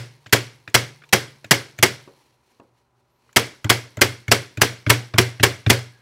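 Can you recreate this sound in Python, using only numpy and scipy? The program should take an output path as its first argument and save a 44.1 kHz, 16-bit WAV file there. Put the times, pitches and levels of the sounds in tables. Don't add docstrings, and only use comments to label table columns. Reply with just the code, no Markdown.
import sys
import numpy as np
from scipy import signal
from scipy.fft import rfft, irfft, next_fast_len
from scipy.io import wavfile
from scipy.ndimage import uniform_filter1d

SR = 44100
rng = np.random.default_rng(int(sys.argv[2]) if len(sys.argv) > 2 else 0)


def inscribe(sig):
    pcm = np.round(np.clip(np.atleast_2d(sig).T, -1, 1) * 32767)
    wavfile.write(sys.argv[1], SR, pcm.astype(np.int16))


def volts(x):
    e = np.asarray(x, float) / 20
    return 10 ** e


N = 265122
LEAD = SR // 5
MAINS_HZ = 59.96


def evened(x):
    return x / np.sqrt(np.mean(x ** 2) + 1e-20)


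def read(points, hz):
    f, value = np.transpose(points)
    return np.interp(np.log(hz + 1), np.log(f + 1), value)


def add(mix, s, sound):
    part = mix[round(s * SR) + LEAD:][:len(sound)]
    part += sound[:len(part)]


def colour(x, points, tilt_db=0):
    hz = np.fft.rfftfreq(len(x), 1 / SR)
    octaves = np.log2(np.maximum(hz, 1000) / 2000)
    return evened(irfft(rfft(x) * volts(read(points, hz) + tilt_db * octaves), len(x)))


def response(hz, modes):
    return sum(volts(db) / (1 + 2j * (hz - f) / width) for f, width, db in modes)


def resonate(x, modes):
    return irfft(rfft(x) * response(np.fft.rfftfreq(len(x), 1 / SR), modes), len(x))


# f/Hz, width/Hz, level/dB
HOUSING = [(1645, 280, -3), (2138, 300, 3), (2840, 240, -10), (3298, 210, -5), (4400, 350, -9),
           (5130, 89, -2.5), (5780, 34, 2.5), (7780, 100, -4), (9280, 94, -16), (10830, 230, -4),
           (11620, 280, -16), (13400, 230, -15.5)]
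# f/Hz, level/dB per Hz
CLATTER_SPECTRUM = [(88, -29), (150, 3.5), (1100, -2.5), (3160, -1.5), (3840, -5), (4490, -3.5), (8400, -9),
                    (11000, -12), (14800, -14), (16000, -27)]


def burst(rise_ms, hold_ms, t60_ms, tilt_db, ring=0.65):
    ms = np.arange(4096) * 1000 / SR
    lumps = volts(2.6 * evened(uniform_filter1d(rng.standard_normal(4096), 30)))
    clatter = colour(rng.standard_normal(4096), CLATTER_SPECTRUM, tilt_db) * lumps
    clatter *= np.minimum(ms / rise_ms, 1) * volts(-60 * np.maximum(ms - hold_ms, 0) / t60_ms)
    clatter *= 20 / np.linalg.norm(clatter) * np.sqrt((hold_ms + t60_ms / 14) / 9)
    modes = [(f * rng.uniform(0.94, 1.03), width, db + tilt_db * np.log2(f / 2000))
             for f, width, db in HOUSING]
    rung = resonate(clatter, modes)
    return clatter + ring * rung * np.linalg.norm(clatter) / np.linalg.norm(rung)


def thump(modes, push_ms, bloom_s=1e-4, spread_db=3.0):
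    t = np.arange(round(SR * max(t60 for *_, t60 in modes))) / SR
    ring = np.zeros(len(t))
    for hz, db, t60 in modes:
        louder, sharper = rng.standard_normal(2)
        fall = volts(db + spread_db * louder - 60 * t / t60)
        ring += fall * np.sin(2 * np.pi * hz * (1 + 0.01 * sharper) * t)
    ring *= 1 - np.exp(-t / bloom_s)
    push = np.hanning(round(push_ms * SR / 1000) + 2)
    return -signal.oaconvolve(ring, push / push.sum())


# f/Hz, t60/s
WELL_DECAY = [(100, 0.59), (300, 0.37), (1000, 0.39), (2500, 0.39), (5000, 0.41), (10000, 0.35),
              (16000, 0.22)]
# f/Hz, level/dB
WALL_SPECTRUM = [(30, -22.5), (70, -14), (150, -2.5), (400, 7.5), (900, -3.5), (2100, -2), (3500, -4),
                 (5500, -5.5), (8000, -10.5), (11000, -14.5), (16000, -17)]


def stairwell(tilt_db=0):
    crack = colour(rng.standard_normal(2 ** 15), WALL_SPECTRUM, tilt_db)
    crack = crack + .55 * evened(resonate(crack, HOUSING))
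    hz, s, z = signal.stft(crack, SR, nperseg=256)
    t60 = read(WELL_DECAY, hz)[:, None]
    patches = uniform_filter1d(rng.standard_normal(z.shape), 4, 0)
    patches = evened(uniform_filter1d(patches, 5, 1))
    well = volts(-60 * s / t60)
    near_treads = volts(5.5 - 60 * s / (0.39 * t60))
    tail = signal.istft(z * (well + near_treads) * volts(1.1 * patches), SR, nperseg=256)[1]
    return tail * np.minimum(np.arange(len(tail)) / SR / 0.0051, 1)


# f/Hz, width/Hz, level/dB
SPRING_MODES = [(4200, 500, 0), (5600, 600, -3), (8600, 450, -4), (10400, 700, -4)]


def spring():
    swing_hz, swell_hz, t60 = 75.3, 11, 0.7
    t = np.arange(2 ** 14) / SR
    swing = (swing_hz * t + rng.random()) % 1
    taps = np.exp(-swing / .12) + .35 * np.exp(-((swing + .5) % 1) / .12)
    swell = volts(4.5 * np.sin(2 * np.pi * (swell_hz * t + rng.random())) - 60 * t / t60)
    wire = resonate(taps * rng.standard_normal(len(t)), SPRING_MODES)
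    rail = [(4770, 3000, 0), (9650, 1600, -1.5), (13000, 2800, -2)]
    return evened(resonate(wire, rail)) * swell


# trigger t/s, coil kick level/dB, stair boom level/dB
STAPLES = [(-.108, -21, -14), (0.325, -9, -16.5), (0.742, -13, -18.5), (1.126, -16.5, -21.5),
           (1.509, -3, -20.5), (1.826, -6, -18.5), (3.361, -12, -18), (3.694, -17.5, -19),
           (4.011, -17, -16.5), (4.311, -26.5, -15), (4.611, -24, -17.5), (4.895, -16, -15),
           (5.178, -23.5, -15.5), (5.429, -15.5, -13.5), (5.695, -21.5, -14.5)]
# f/Hz, level/dB, t60/s
STAIR_MODES = [(95, -6, 0.3), (111.6, -8.5, 0.055), (118.65, 0.5, 0.37), (130, -12, 0.4), (233, -9.5, 0.1),
               (292.1, -7, 0.2), (379, 1.5, 0.14), (419, -3.5, 0.11), (474.6, -6, 0.2), (557, -6.5, 0.21),
               (686, -1.5, 0.059), (964, -2, 0.08), (1080, -2, 0.07)]
# f/Hz, level/dB, t60/s
CORNER_MODES = [(141, 0, 0.93)]


def shots(mix):
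    crest_s, travel_s, rebound_s = .3252, 0.0044, 0.0175
    blow_db = 0.24
    moved_s = 3
    for s, kick_db, boom_db in STAPLES:
        s = crest_s + round((s - crest_s) * MAINS_HZ) / MAINS_HZ
        home = s + travel_s
        back = home + rebound_s
        add(mix, s, volts(kick_db - 3.0) * burst(1.6, 1.3, 37, 2.0))
        add(mix, home, volts(blow_db - 7.0) * burst(0.14, 6.85, 26, 0.033))
        add(mix, home, volts(boom_db - 3.5) * thump(STAIR_MODES, 0.81))
        add(mix, home + .007, volts(boom_db - 10.5) * thump(STAIR_MODES, 1.7))
        add(mix, back, volts(blow_db - 14.5) * burst(0.27, 1.1, 11, -11))
        add(mix, back + .0006, -volts(boom_db - 7.5) * thump(STAIR_MODES[5:], 0.55))
        add(mix, back + .7 * rebound_s, volts(blow_db - 27) * burst(0.52, 2.5, 35, 0.5))
        add(mix, home + .003, volts(blow_db - 25.5) * stairwell())
        if s < moved_s:
            add(mix, home, volts(boom_db - 23) * thump(CORNER_MODES, 2.5, .02))
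        add(mix, home + 0.017, volts(-50.5) * spring())


def noise():
    return rng.standard_normal(next_fast_len(N))


# f/Hz, level/dB per Hz
AIR_SPECTRUM = [(18, -50), (30, -27), (90, -10), (124, -4.5), (161, -37), (239, -13.5), (273, -17),
                (1430, -13.5), (1760, -37.5), (14400, -42.5), (16000, -49)]


def air():
    return volts(-76.5) * colour(noise(), AIR_SPECTRUM)[:N]


# f/Hz, width/Hz, level/dB
HUM_MODES = [(45, 60, 3.5), (120, 8, 4.5), (245, 8, -5), (370, 60, -6), (568.3, 60, -8), (770, 95, -9.5),
             (950, 50, -10.5)]
# multiple of the mains, level/dB
MAINS_LINES = [(2, -75), (4, -83)]


def hum(t):
    waver = volts(-66.5) * evened(resonate(noise(), HUM_MODES))[:N]
    return waver + sum(volts(db) * np.sin(2 * np.pi * k * MAINS_HZ * t) for k, db in MAINS_LINES)


# middle t/s, level/dB, fade/dB per s
FOAM_STROKES = [
    (2.18, -60.5, 51),
    (2.4, -73, 150),
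    (2.51, -64, 64),
    (2.79, -69, 100),
    (3, -71.5, 150.5),
    (3.14, -73, 60),
]


def rub(t):
    put_down_s, taken_up_s = 2.1, 3.32
    idle_s = np.maximum(np.minimum(3 * (t - put_down_s), taken_up_s - t), 0)
    fidget_db = -64 - 56 * idle_s
    strokes_db = [db - fade * abs(t - s) for s, db, fade in FOAM_STROKES]
    hand_db = np.max(strokes_db + [fidget_db], 0)
    grit = volts(1.5 * evened(uniform_filter1d(rng.standard_normal(N), 400)))
    foam = [(423, 190, 9.0), (950, 140, 10.5), (2250, 1900, 2), (4060, 640, -3.0), (5470, 470, -8.0)]
    body = evened(resonate(noise(), foam))[:N]
    treble = evened(resonate(noise(), [(10200, 2000, 0)]))[:N] * volts(-17)
    return (body + treble) * grit * volts(np.maximum(hand_db, -84))


def clink_spectrum(hz, modes):
    return sum(volts(db) / (1 + 2j * (hz - f) / width) ** 2 for f, width, db in modes)


# f/Hz, width/Hz, level/dB
NOSE_MODES = [(670, 400, -1.5), (1520, 770, 5.5), (2084, 320, 6), (3200, 320, 0), (4580, 1200, -11.5)]
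# f/Hz, width/Hz, level/dB
NOSE_TREBLE_MODES = [(6960, 2200, 5), (10600, 7400, -8)]


def clink(bright_db, rise_ms, t60_ms, pitch):
    ms, hz = np.arange(4096) * 1000 / SR, np.fft.rfftfreq(4096, 1 / SR)
    modes = [(f * pitch, width * pitch, db) for f, width, db in NOSE_MODES]
    modes += [(f, width, db + bright_db) for f, width, db in NOSE_TREBLE_MODES]
    scrape = rng.standard_normal(4096) * np.minimum(ms / rise_ms, 1) ** 2 * volts(-60 * ms / t60_ms)
    sound = irfft(rfft(scrape) * clink_spectrum(hz, modes))
    return 8 * sound / np.linalg.norm(sound)


# t/s, clink level/dB, brightness/dB, thump level/dB, pitch factor
LANDINGS = [(0.2596, -31.5, -20, -36.5, 1.14), (0.6747, -22.5, -15.5, -38.5, 1.14),
            (1.443, -25, -6, -35.5, 1.16), (1.7864, -20, 0.5, -26, 1.09), (3.6428, -16.5, -5, -16, 0.96),
            (3.969, -25, -4, -18, 0.97), (4.279, -15.5, -3.5, -16.5, 1.03),
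            (4.5713, -21.5, -0.5, -19.5, 1.15), (4.8632, -12.5, -37, -12.5, 1.03),
            (5.137, -18.5, -36, -14, 1.08), (5.3967, -16.5, -24.5, -16.5, 1.23),
            (5.6624, -10.5, -31.5, -7, 1.1)]
# f/Hz, level/dB, t60/s
TREAD_MODES = [(106, 2, 0.05), (110, -0.5, 0.13), (216.7, -9, 0.11), (300, -7.5, 0.11), (400, -9, .06),
               (610, -3, .04)]


def landings(mix):
    for s, clink_db, bright_db, thump_db, pitch in LANDINGS:
        push_ms = 1.9 + 0.01 * clink_db
        add(mix, s, volts(clink_db - 3.5) * clink(bright_db - 8.5, 1.9, 24, pitch))
        add(mix, s + 0.0073, volts(clink_db - 16) * clink(bright_db - 18.5, 1.5, 50, pitch))
        add(mix, s + 0.0023, -volts(thump_db + 0.5) * thump(TREAD_MODES, push_ms, bloom_s=0.0049))
        add(mix, s + 0.0021, volts(clink_db - 35.5) * stairwell(-1.0))


# t/s, level/dB, brightness/dB, pitch factor
MAGAZINE_TICKS = [(0.265, -36.5, -14.5, 1.36), (0.28, -55, -10, 2.2), (.294, -47, -9.5, 1.5),
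                  (1.018, -40, -33, 1), (1.036, -38, -23, 1.1), (1.057, -63, 4.5, 1.1),
                  (1.0896, -44, -6.5, 1.8), (1.464, -55, 4, 1.4), (1.781, -41, -7, 1.3),
                  (3.291, -48.5, -25, 0.92), (3.328, -46.5, -2.5, 1.1), (.698, -46.5, -3, 1.5)]


def ticks(mix):
    for s, db, bright_db, pitch in MAGAZINE_TICKS:
        add(mix, s, volts(db) * clink(bright_db, 0.81, 22 - 1.25 * bright_db, pitch))


# t/s, level/dB
SPRING_SHIVERS = [
    (2.03, -68.5),
    (2.111, -71.5),
    (2.191, -73.5),
]


def shivers(mix):
    for s, db in SPRING_SHIVERS:
        add(mix, s, volts(db) * spring())


# t/s, clink level/dB, brightness/dB, thump level/dB, push/ms
HAND_KNOCKS = [
    (2.076, -38.5, -19, -45.5, 0.78),
    (2.598, -40, -26, -46, 0.89),
]


def knocks(mix):
    for s, clink_db, bright_db, thump_db, push_ms in HAND_KNOCKS:
        add(mix, s, volts(clink_db - 8.5) * clink(bright_db, 0.62, 20, 0.81))
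        add(mix, s, volts(thump_db - 1.0) * thump(STAIR_MODES[5:], push_ms))
        add(mix, s, volts(thump_db - 12.5) * stairwell(-28))


# t/s, f/Hz, level/dB
SQUEAK_GLIDE = [
    (3.095, 11490, -99),
    (3.109, 11762, -86.5),
    (3.195, 12376, -85.5),
    (3.215, 13440, -107),
]


def squeak(t):
    s, hz, db = np.transpose(SQUEAK_GLIDE)
    level = volts(np.interp(t, s, db, left=-140, right=-140) + 5.0)
    return level * np.sin(2 * np.pi * np.cumsum(np.interp(t, s, hz)) / SR)


# t/s, level/dB
TRIGGER_CLICKS = [
    (3.663, -30),
    (3.989, -29),
    (4.598, -34),
    (4.886, -30),
    (5.158, -28),
    (5.42, -55),
]


def triggers(mix):
    for s, db in TRIGGER_CLICKS:
        add(mix, s, volts(db) * clink(bright_db=-28.5, rise_ms=0.46, t60_ms=53, pitch=0.67))


# t/s, f/Hz, width/Hz, level/dB
CORD_WHINE = (5.92, 1650, 40, -65)


def whine(t):
    s, hz, width, db = CORD_WHINE
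    slide = evened(resonate(noise(), [(hz, width, 0)]))[:N]
    return volts(db) * slide * np.clip((t - s) / 0.008, 0, 1)


def scene():
    t = np.arange(N) / SR
    work = np.zeros(N + LEAD)
    for play in (shots, landings, ticks, shivers, knocks, triggers):
        play(work)
    house = air() + hum(t) + rub(t) + squeak(t) + whine(t)
    return (work[LEAD:] + house)[None]


def top_cut(x):
    return signal.sosfilt(signal.butter(12, 16780, fs=SR, output="sos"), x)


def record(dry):
    ceiling, knee = .9, 3.5
    heard = signal.sosfilt(signal.butter(3, 75.5, "high", fs=SR, output="sos"), dry)
    rounded = heard / (1 + abs(heard / ceiling) ** knee) ** (1 / knee)
    edge = signal.firwin(301, 15900, window=("kaiser", 8), fs=SR)[None]
    finished = signal.oaconvolve(rounded, edge, "same")
    return top_cut(finished)


dry = scene()
out = record(dry)
inscribe(out)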